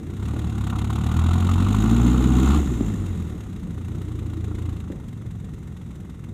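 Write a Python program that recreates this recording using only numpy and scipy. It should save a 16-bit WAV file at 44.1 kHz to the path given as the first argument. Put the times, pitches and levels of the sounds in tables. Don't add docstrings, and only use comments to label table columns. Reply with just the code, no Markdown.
import sys
import numpy as np
from scipy import signal
from scipy.fft import rfft, irfft
from scipy.io import wavfile
from scipy.ndimage import uniform_filter1d

SR = 44100
rng = np.random.default_rng(int(sys.argv[2]) if len(sys.argv) > 2 else 0)


def bounce(signal):
    frames = np.transpose(np.atleast_2d(signal))
    limited = np.clip(frames, -1, 1)
    pcm = np.round(limited * 32767).astype(np.int16)
    wavfile.write(sys.argv[1], SR, pcm)


N = 279153
TIME = np.arange(N) / SR


def from_db(db):
    return 10 ** (np.asarray(db) / 20)


def rms_one(x):
    return x / np.sqrt(np.mean(x ** 2) + 1e-20)


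def curve(rows):
    return np.interp(TIME, *np.transpose(rows))


def levelled(x, size=8000):
    power = uniform_filter1d(uniform_filter1d(x ** 2, size), size // 2)
    return x / np.sqrt(np.maximum(power, 1e-20))


def drift(hz):
    step, warm_up = 40, 2000
    r = np.exp(-2 * np.pi * step * hz / SR)
    slow = signal.lfilter([1], [1, -2 * r, r * r], rng.standard_normal(N // step + warm_up + 2))
    slow = rms_one(slow[warm_up:])
    return np.interp(np.arange(N) / step, np.arange(len(slow)), slow)


def coloured(x, spectrum, size=4096):
    hz, db = np.transpose(spectrum)
    octave = np.log2(np.maximum(np.fft.rfftfreq(size, 1 / SR), 1))
    outside = np.abs(octave - np.clip(octave, np.log2(hz[0]), np.log2(hz[-1])))
    gain = from_db(np.interp(octave, np.log2(hz), db) - 30 * np.minimum(outside, 2))
    cepstrum = irfft(np.log(gain))[:size // 2]
    response = irfft(np.exp(rfft(np.r_[cepstrum[0], 2 * cepstrum[1:]], size)))
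    return rms_one(signal.oaconvolve(x, response)[:N])


def resonate(x, hz, width_hz):
    r = np.exp(-np.pi * width_hz / SR)
    feedback = [1, -2 * r * np.cos(2 * np.pi * hz / SR), r * r]
    return signal.lfilter(np.array([1, 0, -1]) * (1 - r * r) / 2, feedback, x + 1e-18)


MID_REVS = 40
THROTTLE_BEND = 1.65

def loudness(rate, throttle, db, doubling_db, throttle_db):
    return from_db(db + doubling_db * np.log2(rate / MID_REVS) + throttle_db * throttle ** THROTTLE_BEND)


# time in seconds, firings per second.
SPEED = [(0.0, 25.66), (0.28, 36.84), (0.47, 37.86), (0.61, 33.38), (0.91, 35.47), (1.42, 44.94),
         (1.56, 44.86), (1.9, 56.77), (2.14, 62.95), (2.36, 62.69), (2.59, 73.81), (2.74, 59.01),
         (2.84, 54.03), (3.64, 26.73), (3.99, 30.44), (4.2, 27.49), (4.66, 28.22), (5.17, 22.13),
         (6.33, 20.82)]
# time in seconds, throttle from 0 (shut) to 1 (wide open).
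THROTTLE = [(0.08, 0.12), (.28, 0.57), (.52, 0.52), (.7, 0.83), (1.0, 0.79), (1.2, 0.86), (1.6, 0.86),
            (2.28, 0.7), (2.55, 0.87), (2.62, 0.4), (3.1, 0.23), (3.35, 0.11), (3.65, 0.11), (3.9, 0.25),
            (4.35, 0.31), (4.67, 0.45), (4.95, 0.1), (6.33, .01)]

def driving():
    rate = curve(SPEED)
    return rate, np.cumsum(rate) / SR, curve(THROTTLE)


def kicked(firings, modes, lead, uneven_db, gas_noise, soft_hz, puff=0.67):
    count = np.floor(firings + lead).astype(int)
    starts = np.flatnonzero(np.diff(count)) + 1
    gas = gas_noise * rms_one(rng.standard_normal(N) * np.exp(-((firings + lead) % 1) / puff))
    chance = rng.standard_normal((300, len(modes)))[:len(starts)]
    out = 0
    for k, (hz, width_hz, db, *cylinder_db) in enumerate(modes):
        kick_db = np.array(cylinder_db)[count[starts] % len(cylinder_db)]
        kicks = np.zeros(N)
        kicks[starts] = from_db(kick_db + uneven_db * chance[:, k])
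        out = out + (-1) ** k * from_db(db) * resonate(rms_one(kicks) + gas, hz, width_hz)
    band = signal.butter(2, [modes[0][0] * .7, soft_hz], "band", fs=SR, output="sos")
    return levelled(signal.sosfilt(band, out))


# pitch in Hz, width in Hz, level in dB, extra dB for each of four cylinders.
SHUDDER_TONES = [(102.2, 27, 1.5, -0.72, -0.096, -0.85, 0.82), (142.8, 9.8, 2.5, 0.12, -1.3, 0.099, 3.4),
                 (180.3, 30, -2, -1.3, -1.6, 0.33, 5.8)]
# time in seconds, level in dB.
SHUDDER_DB = [(0, -35.5), (.5, -37), (1.2, -34), (2.4, -46), (3.3, -37.5), (4.1, -51), (4.95, -37),
              (5.35, -32.5), (5.7, -38.5)]

def shudder(firings):
    shake = kicked(firings, SHUDDER_TONES, lead=0.2506, uneven_db=3.0, gas_noise=0.21, soft_hz=210)
    return from_db(curve(SHUDDER_DB)) * shake


# pitch in Hz, width in Hz, level in dB, extra dB for each of four cylinders.
DRONE_TONES = [(207.5, 47, -2, 1.9, 0.8, -1.5, -4), (235, 50.7, -1.5, 2.9, 4.05, -2.5, -3)]

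def drone(firings, rate, throttle, peak_rate=60.4, half_width=14.9, peak_db=18.86):
    swell_db = peak_db / (1 + ((rate - peak_rate) / half_width) ** 2)
    panels = kicked(firings, DRONE_TONES, lead=0.3684, uneven_db=1.0, gas_noise=0.17, soft_hz=367)
    return from_db(-49.5 + swell_db + 17 * throttle ** THROTTLE_BEND) * panels


# pitch in Hz, width in Hz, level in dB, extra dB for each of four cylinders.
GROWL_TONES = [(301.6, 28, 3.5, 1.3, -5.5, 1.3, 0), (331.5, 39, 0, 2.5, -13, 0.79, 0),
               (419, 39, -10, 0.4, -20, -0.77, 0)]
# time in seconds, level in dB.
GROWL_DB = [(0, -41.5), (1.6, -38.5), (2.2, -25), (2.55, -30), (2.75, -34.5), (3.6, -50), (4.1, -41),
            (4.65, -37.5), (5.0, -66), (6.33, -59)]

def growl(firings):
    pipe = kicked(firings, GROWL_TONES, lead=.33, uneven_db=3.5, gas_noise=0.96, soft_hz=488)
    return from_db(curve(GROWL_DB)) * pipe


# pitch in Hz, level in dB.
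PIPE = [(21, -52), (30, -54), (45, -35), (56, -21), (71, -18.5), (84, -8), (106, -11.5), (128, -13),
        (150, -28), (175, -22.5), (205, -49), (230, -21), (255, -20), (290, -15)]
# strength in dB at 1, 2, 3 and 4 times the firing rate.
HARMONIC_DB = [2, -9.5, -14.5, -12]

def boom(firings, rate, throttle, lead=0.268, travel_s=0.00896, skew=0.4, idle_fuel=0.011):
    arrived = firings + lead - travel_s * rate
    hz, pipe_db = np.transpose(PIPE)
    out = 0
    for k, harmonic_db in enumerate(HARMONIC_DB):
        passed_db = np.interp(np.log((k + 1) * rate), np.log(hz), pipe_db)
        db = harmonic_db + passed_db + 1.26 * drift(18.0)
        out = out + from_db(db) * np.cos(2 * np.pi * (k + 1) * arrived + skew * k * (k - 1))
    fuel = idle_fuel + (1 - idle_fuel) * throttle
    return np.sqrt(2) * fuel ** 0.83 * out


CYLINDER_DB = [0.33, 0.24, -0.46, 0.29]
# time in seconds, extra dB (scaled by hard_share).
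HARD_KNOCKS = [(.70, -1), (.845, 2.5), (.901, 8.5), (1.214, 5.5), (1.49, 7), (1.743, 5), (2.503, 0)]

def bursts(firings, rate, rise_s, uneven_db, sharpness, hard_share):
    count = np.floor(firings).astype(int)
    chance_db = uneven_db * rng.standard_normal(300)[count]
    strength_db = np.array(CYLINDER_DB)[count % len(CYLINDER_DB)] + chance_db
    for s, db in HARD_KNOCKS:
        nearest = np.round(np.interp(s, TIME, firings))
        strength_db = strength_db + hard_share * db * (count == nearest)
    peak_s = rise_s * (rate.mean() / rate) ** 0.097
    age = firings % 1 / rate / peak_s
    return levelled(from_db(strength_db) * (age * np.exp(-age)) ** sharpness)


# pitch in Hz, width in Hz, level in dB.
BLOCK_TONES = [(741, 23, 1), (1152, 190, -7), (1386, 460, -3), (2081, 28, 1.5), (2723, 7.7, 5.5),
               (2900, 25, -13), (3750, 23, -10)]
BURST_SHARE, LOADED_SHARE = (0.29, 1), (0.17, 0.61)

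def clatter(burst, rate, throttle, loaded, light, grain_db):
    blur = 0.21 * np.log2(rate / MID_REVS)
    share = np.clip(np.interp(throttle, [0, 1], BURST_SHARE) - blur, 0, .98)
    envelope = np.sqrt(share * burst ** 2 + 1 - share)
    impacts = levelled(rng.standard_normal(N) * envelope * from_db(grain_db * drift(280)))
    rung = impacts + sum(from_db(db) * resonate(impacts, hz, width) for hz, width, db in BLOCK_TONES)
    load = np.interp(throttle, [0, 1], LOADED_SHARE)
    return levelled(load * coloured(rung, loaded) + (1 - load) * coloured(rung, light))


# pitch in Hz, relative level in dB.
KNOCK_LOADED = [(450, -17), (590, -4), (740, 2.5), (900, 2), (1300, -1), (1500, -1), (1720, -28),
                (2100, -26.5)]
KNOCK_LIGHT = [(400, 12.5), (600, 0), (760, 8.5), (1000, 6), (1400, 2.5), (1700, -5.5), (2100, -4.5)]

def knock(firings, rate, throttle):
    hits = bursts(firings + 0.33, rate, rise_s=0.0037, uneven_db=1.5, sharpness=0.6, hard_share=1.0)
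    gain = loudness(rate, throttle, db=-52.5, doubling_db=6.3, throttle_db=20.2)
    return gain * clatter(hits, rate, throttle, KNOCK_LOADED, KNOCK_LIGHT, grain_db=2.5)


# pitch in Hz, relative level in dB.
RATTLE_LOADED = [(1600, -10), (2050, 1), (2600, 6), (3100, 3), (3800, 5.5), (4300, -2.5), (4900, -12.5),
                 (5900, -15.5), (6900, 0.5), (8000, -11.5), (10000, -15), (12000, -19.5), (14000, -21)]
RATTLE_LIGHT = [(1400, 1), (1650, 1), (1900, 7), (2500, -0.5), (3100, -3.5), (3750, 0.5), (4300, -10),
                (5000, -9), (6000, -5), (6900, -2.5), (8300, -3.5), (10000, -10), (14000, -11)]

def rattle(firings, rate, throttle):
    ticks = bursts(firings + 0.26, rate, rise_s=0.0055, uneven_db=2.54, sharpness=1.5, hard_share=0.22)
    gain = loudness(rate, throttle, db=-53.5, doubling_db=6.1, throttle_db=13.03)
    return gain * clatter(ticks, rate, throttle, RATTLE_LOADED, RATTLE_LIGHT, grain_db=1.0)


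# pitch in Hz, relative level in dB.
CHURN = [(25, -18.5), (45, -2), (70, -2.5), (120, -7.5), (170, 0), (260, -9.5), (400, -17), (600, -28)]

def sand(rate, throttle, lumps_db=1.35):
    gain = loudness(rate, throttle, db=-32.5, doubling_db=6, throttle_db=2.84)
    return gain * from_db(lumps_db * drift(4.9)) * coloured(rng.standard_normal(N), CHURN)


# start in seconds, level in dB, share of rattle (0 to 1).
THUMPS = [(0.337, -22.5, 0.22), (2.808, -15, 0.08), (4.901, -24.5, 0.27)]
# pitch in Hz, width in Hz, level in dB.
FRAME_TONES = [(211, 24, -20), (279, 44, 5.5), (320, 14, -14), (547, 120, -33), (690, 160, -37)]

def thumps(rattle_s=0.056, soft_hz=900):
    out = np.zeros(N)
    for start, db, share in THUMPS:
        age = np.maximum(TIME - start, 0)
        ring = sum(from_db(tone_db) * np.exp(-np.pi * width_hz * age) * np.sin(2 * np.pi * hz * age)
                   for hz, width_hz, tone_db in FRAME_TONES)
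        noise = coloured(rng.standard_normal(N), [(300, 27), (750, 13), (1200, 4), (4000, -10)])
        shake = noise * np.exp(-age / rattle_s) * (age > 0)
        out += from_db(db) * ((1 - share) * ring + share * shake)
    cushioned = signal.sosfilt(signal.butter(1, soft_hz, fs=SR, output="sos"), out)
    return signal.sosfilt(signal.butter(2, 160, "high", fs=SR, output="sos"), cushioned)


def turbo_boost(rate, throttle, full_rate=50, shut_flow=0.71, lag_s=0.13):
    flow = rate / full_rate * (shut_flow + (1 - shut_flow) * throttle)
    keep = np.exp(-1 / (lag_s * SR))
    return np.minimum(signal.lfilter([1 - keep], [1, -keep], flow), 1)


# pitch in Hz, relative level in dB.
INTAKE = [(5200, -32), (6200, 2), (6800, 8.5), (7400, 6), (8200, -21), (10000, -35), (14000, -5)]

def turbo_hiss(firings, boost, throttle, lead=0.042, gulp_db=7.0, flutter_db=1.8):
    crank_angle = np.pi * (firings + lead)
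    throb_db = gulp_db * throttle * (np.cos(crank_angle) + np.cos(2 * crank_angle))
    rush_db = -51 - 59 * (1 - boost) - 4 * (1 - throttle)
    gain = from_db(rush_db + throb_db + flutter_db * drift(10.5))
    return gain * coloured(rng.standard_normal(N), INTAKE)


def turbo_whistle(boost, slow_hz=5540, fast_hz=7270, width_hz=160):
    angle = 2 * np.pi * np.cumsum(slow_hz + (fast_hz - slow_hz) * boost) / SR
    band = drift(width_hz) * np.cos(angle) + drift(width_hz) * np.sin(angle)
    return from_db(-57.5 - 31 * (1 - boost)) * band


def scene():
    rate, firings, throttle = driving()
    engine = shudder(firings) + drone(firings, rate, throttle) + growl(firings)
    engine += knock(firings, rate, throttle) + rattle(firings, rate, throttle)
    engine += boom(firings, rate, throttle)
    tyres = sand(rate, throttle)
    boost = turbo_boost(rate, throttle)
    turbo = turbo_hiss(firings, boost, throttle) + turbo_whistle(boost)
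    return (engine + tyres + turbo + thumps())[None]


def record(dry, cutoff_hz=14100):
    return signal.sosfilt(signal.ellip(12, .2, 80, cutoff_hz, fs=SR, output="sos"), dry)


dry = scene()
out = record(dry)
bounce(out)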